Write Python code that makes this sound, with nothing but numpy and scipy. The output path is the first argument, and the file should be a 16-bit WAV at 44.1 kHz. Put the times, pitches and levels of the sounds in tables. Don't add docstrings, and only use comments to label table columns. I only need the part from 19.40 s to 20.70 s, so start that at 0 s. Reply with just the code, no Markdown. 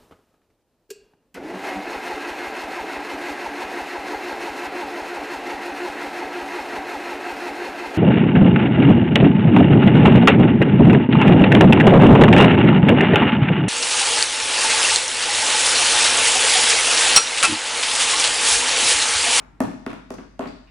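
import sys
import numpy as np
from scipy import signal
from scipy.fft import rfft, irfft
from scipy.io import wavfile

SR = 44100
rng = np.random.default_rng(int(sys.argv[2]) if len(sys.argv) > 2 else 0)


def inscribe(sig):
    pcm = np.round(np.clip(np.atleast_2d(sig).T, -1, 1) * 32767)
    wavfile.write(sys.argv[1], SR, pcm.astype(np.int16))


N = 57330
LEAD = int(.2 * SR)
T = np.arange(-LEAD, N) / SR


def amp(db):
    return 10 ** (np.asarray(db) / 20)


def pan(db):
    return amp(np.array([[db], [-db]]) / 2)


def curve(hz, table, column=1):
    rows = np.array(table, float)
    return np.interp(np.log(np.maximum(hz, 1)), np.log(rows[:, 0]), rows[:, column])


def colour(x, spectrum):
    size = 8192
    gain = amp(curve(np.fft.rfftfreq(size, 1 / SR), spectrum))
    cepstrum = irfft(np.log(gain / np.sqrt(np.mean(gain ** 2))))
    cepstrum[1:size // 2] *= 2
    cepstrum[size // 2 + 1:] = 0
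    response = irfft(np.exp(rfft(cepstrum)))[None, :size // 2]
    return signal.fftconvolve(x, response, axes=1)[:, :len(T)]


def soften(x, hz):
    return signal.sosfilt(signal.butter(1, hz, fs=SR, output="sos"), x)


def late(x, delay):
    return np.interp(T - delay, T, x, left=0)


def stereo(mid, side, correlation):
    return np.sqrt((1 + correlation) / 2) * mid + np.sqrt((1 - correlation) / 2) * np.array([side, -side])


def noise(correlation):
    return stereo(*rng.standard_normal((2, len(T))), correlation)


def strike(age, rise, decay):
    age = np.maximum(age, 0)
    return (1 - np.exp(-age / rise)) * np.exp(-age / decay)


# (frequency [Hz], relative level [dB])
AIR_SPECTRUM = [(20, -9), (40, -6), (61, 8), (130, 1.5), (256, 3), (384, -8.5), (607, -14.5), (2100, -17.5),
                (5400, -40.5), (8400, -37.5), (16000, -57)]
def ventilation():
    hum_hz, hum_db, air_db = 47.8, -53.5, -54.5
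    waver_db = .5 * np.interp(T, np.linspace(T[0], T[-1], 16), rng.standard_normal(16))
    hum = np.sqrt(2) * amp(hum_db + waver_db) * np.sin(2 * np.pi * hum_hz * T)
    return hum + amp(air_db) * colour(noise(correlation=.75), AIR_SPECTRUM)


# (frequency [Hz], level [dB], decay time T60 [s])
TAIL_BANDS = [(61.6, -36, 1), (129.3, 7, 0.52), (244, -4.5, 0.55), (336, -3.5, 0.43), (417, -4.5, 0.29),
              (680, -4, 0.63), (1420, -4, 0.63), (2900, -1, 0.58), (4800, 0, 0.88), (9650, -4.5, 0.44),
              (17100, -7.5, 0.13)]
# (frequency [Hz], left-right correlation [0-1])
TAIL_CORRELATION = [(60, 0.98), (140, 1), (250, 0.61), (450, 0.013), (1500, 0.032), (5000, 0.022)]
def reverberation(x):
    age = T - T[0] - .002
    octave = np.log2(np.maximum(np.fft.rfftfreq(len(T), 1 / SR), 1))
    white = rfft(noise(0))
    tail = 0
    for hz in 1000 * 2. ** (np.arange(-9, 9) / 2):
        band = np.cos(np.pi / 2 * np.clip(2 * (octave - np.log2(hz)), -1, 1)) ** 2
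        decay = curve(hz, TAIL_BANDS, column=2) / np.log(1000)
        waves = irfft(white * band, len(T)) * strike(age, rise=.0081, decay=decay)
        waves *= np.sqrt(np.mean(band ** 2) / np.sum(waves ** 2, axis=1, keepdims=True))
        tail += amp(curve(hz, TAIL_BANDS)) * stereo(*waves, curve(hz, TAIL_CORRELATION))
    return pan(db=2.5) * signal.fftconvolve(x, tail, axes=1)[:, :len(T)]


# (delay [s], extra delay on the right [s], left level [dB], right level [dB], cutoff [Hz])
ECHO_PATHS = [(0.0119, .0003, -10.5, -10, 9000), (0.0205, -.0009, -16.5, -29, 4000),
              (0.0279, .0011, -16.5, -18.5, 4000), (0.0325, 0.00092, -16, -9.5, 5000),
              (0.0408, -0.0071, -14, -16, 10000), (.047, .0008, -12, -13.5, 3000)]
def early_reflections(x):
    out = np.zeros_like(x)
    for delay, skew, left_db, right_db, cutoff_hz in ECHO_PATHS:
        left, right = soften(x, cutoff_hz)
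        out[0] += amp(left_db) * late(left, delay)
        out[1] += amp(right_db) * late(right, delay + skew)
    return out


CONTACT_CORRELATION = .55
# (time [s], level [dB], decay [s], centre frequency [Hz])
BRUSHES = [(.222, -49.5, 0.0078, 6850), (0.235, -45, 0.013, 4130), (0.484, -54.5, 0.032, 3512),
           (0.7195, -43, 0.0035, 6370), (.738, -47.5, 0.0075, 6140), (1.021, -46.5, 0.04, 2220),
           (1.069, -52.5, 0.038, 4600), (1.271, -57.5, 0.032, 2692)]
# (frequency / centre frequency [ratio], relative level [dB])
FRICTION_SPECTRUM = [(.1, -25), (.5, -12.5), (.8, -0.5), (1, 2), (1.3, -10), (1.8, -11.5), (3, -35)]
def scuffs():
    slips_per_s, spread_db = 480, 5.5
    slip_index = np.cumsum(rng.random(len(T)) < slips_per_s / SR)
    grit = amp(spread_db * rng.uniform(-1, 1, len(T)))[slip_index]
    out = 0
    for start, db, decay, centre_hz in BRUSHES:
        envelope = amp(db) * grit * strike(T - start, rise=.002, decay=decay)
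        spectrum = [(centre_hz * ratio, level) for ratio, level in FRICTION_SPECTRUM]
        out += colour(envelope * noise(CONTACT_CORRELATION), spectrum)
    return out


# (time [s], clack level [dB], click level [dB])
CLATTER_EVENTS = [(0.2168, -47, -32), (.3146, -34, -46), (0.5033, -23.5, -44), (.5155, -28, -44),
                  (0.5311, -45, -40.5), (0.54, -53, -45), (0.725, -54, -49), (.745, -47, -51),
                  (1.009, -24.5, -54), (1.022, -27, -50)]
# (frequency [Hz], relative level [dB])
CLACK_SPECTRUM = [(700, -16), (1800, 7), (2600, 1.5), (3800, -14), (8000, -37)]
CLICK_SPECTRUM = [(2000, -23), (5000, 2.5), (11000, 1), (14000, -29)]
def clatter():
    clack = click = 0
    for start, clack_db, click_db in CLATTER_EVENTS:
        pulse = strike(T - start, rise=.00054, decay=.00095)
        clack += amp(clack_db) * pulse
        click += amp(click_db) * pulse
    clacks = colour(clack * noise(CONTACT_CORRELATION), CLACK_SPECTRUM)
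    return clacks + colour(click * noise(CONTACT_CORRELATION), CLICK_SPECTRUM)


# (frequency [Hz], relative level [dB])
RATTLE_SPECTRUM = [(100, -11), (350, 15.5), (700, 7.5), (1400, 7), (2300, -9), (3500, -15), (5200, -25.5),
                   (9000, -26), (16000, -41)]
def joint_rattle(contacts):
    clicks_per_s, spread_db = 730, .5
    envelope = sum(amp(db) * strike(T - start, rise=.011, decay=.022)
                   for start, _, _, _, _, _, _, db, *_ in contacts)
    clicks = np.sign(noise(CONTACT_CORRELATION)) * (rng.random(len(T)) < clicks_per_s / SR)
    clicks *= amp(spread_db * rng.uniform(-1, 1, len(T)))
    return colour(envelope * clicks / clicks.std(), RATTLE_SPECTRUM)


# (frequency [Hz], relative level [dB])
TICK_SPECTRUM = [(500, -29.5), (2500, -2.5), (3700, -5.5), (6000, 3), (8000, -1), (10500, 2.5),
                 (13000, -8.5), (16000, -5)]
def sole_ticks(steps):
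    pivot_hz = 6000
    out = 0
    for start, *_, tick_db, tilt in steps:
        spectrum = [(hz, db + tilt * np.log2(hz / pivot_hz)) for hz, db in TICK_SPECTRUM]
        envelope = amp(tick_db) * strike(T - start, rise=.0015, decay=.0014)
        out += colour(envelope * noise(0), spectrum)
    return out


# (frequency [Hz], relative level [dB])
SLAP_SPECTRUM = [(100, -43), (400, 0), (900, 3.5), (1450, 1.5), (2000, -0.5), (2800, -6.5), (4000, -19.5),
                 (8000, -30), (11500, -26), (16000, -77)]
def sole_slaps(contacts, rise, decay):
    envelope = sum(amp(db) * strike(T - start, rise, decay) for start, _, _, _, _, _, db, *_ in contacts)
    return colour(envelope * noise(CONTACT_CORRELATION), SLAP_SPECTRUM)


# (frequency [Hz], level [dB], decay time T60 [s])
TILE_MODES = [(93.5, -21, 0.078), (154, -13, 0.034), (223.2, -8.5, 0.048), (256.7, 4, 0.047),
              (321, -9.5, 0.041), (391.6, -6.5, 0.042), (487.3, -14, 0.057), (649, -0.5, 0.022),
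              (735, -18, 0.028), (913, -12, 0.024), (1072, -21.5, 0.071), (1387, -23.5, 0.029),
              (1836, -25, 0.015)]
FORCE_BANDS = [160, 252, 372, 596]
def tile_ring(age, forces_db, pitch):
    lag_cycles, rise_cycles = .38, .75
    out = np.zeros(len(T))
    live = (age > 0) & (age < .5)
    for hz, db, t60 in TILE_MODES:
        since = np.maximum(age[live] - lag_cycles / hz, 0)
        swell = (1 - np.exp(-since * hz / rise_cycles)) ** 2
        damping = np.exp(-np.log(1000) * since / t60)
        gain = amp(db + np.interp(hz, FORCE_BANDS, forces_db))
        out[live] += gain * swell * damping * np.sin(2 * np.pi * hz * pitch * since)
    return out


# (time [s], weight [dB], thump [dB], hollow [dB], knock [dB], tile pitch [ratio],
# slap [dB], rattle [dB], tick [dB], tick tilt [dB/octave])
LANDINGS = [(-.105, -14.5, -26.5, -22, -17.5, 1.01, -19.5, -25.5, -26.5, 4),
            (0.2032, -6, -4.5, -6.5, -6, 1.016, -15, -21.5, -19, 1),
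            (0.463, -26, -14.5, -9.5, -18, 1.026, -17.5, -27.5, -24, -9),
            (0.7039, -14.5, -22, -11.5, -17.5, .99, -22.5, -34.5, -27, -5),
            (0.9923, -44, -15.5, -11.5, -10, 1.027, -38, -26.5, -23.5, -9)]
# (time [s], weight [dB], thump [dB], hollow [dB], knock [dB], tile pitch [ratio],
# slap [dB], rattle [dB])
HEEL_CONTACTS = [(0.282, -12, -25, -22.5, -26.5, 1.24, -34, -36.5),
                 (0.5282, -20, -22.5, -39, -27, 1.017, -25, -34),
                 (0.7822, -37, -23.5, -26.5, -28.5, 1.024, -26, -36.5),
                 (1.015, -39, -28, -42, -26, 1.17, -34, -37), (1.0550, -19, -24, -19, -18.5, .96, -22, -37)]
def footfalls():
    contacts = LANDINGS + HEEL_CONTACTS
    ring = sum(tile_ring(T - start, [weight, thump, hollow, knock], pitch)
               for start, weight, thump, hollow, knock, pitch, *_ in contacts)
    tiles = pan(db=-.36) * np.array([ring, late(ring, delay=.00008)])
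    rattle = joint_rattle(contacts)
    heels = soften(sole_slaps(HEEL_CONTACTS, rise=.0037, decay=.0036), hz=4400)
    slaps = sole_slaps(LANDINGS, rise=.002, decay=.0023)
    return tiles + pan(db=.5) * (slaps + heels + rattle) + sole_ticks(LANDINGS)


def scene():
    direct = footfalls() + scuffs() + clatter()
    return (direct + early_reflections(direct) + reverberation(direct) + ventilation())[:, LEAD:]


# (frequency [Hz], left minus right level [dB])
MIC_RESPONSE = [(250, 1), (1000, 1), (2100, -2), (3300, -0.5), (4800, 7), (8000, -0.5), (12000, -3.5)]
def record(dry):
    cutoff_hz = 16200
    balance_db = curve(np.fft.rfftfreq(2 * N, 1 / SR), MIC_RESPONSE)
    gains = amp(np.array([balance_db, -balance_db]) / 2)
    heard = irfft(rfft(dry, 2 * N) * gains)[:, :N]
    return signal.sosfilt(signal.ellip(8, .2, 70, cutoff_hz, fs=SR, output="sos"), heard)


dry = scene()
out = record(dry)
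inscribe(out)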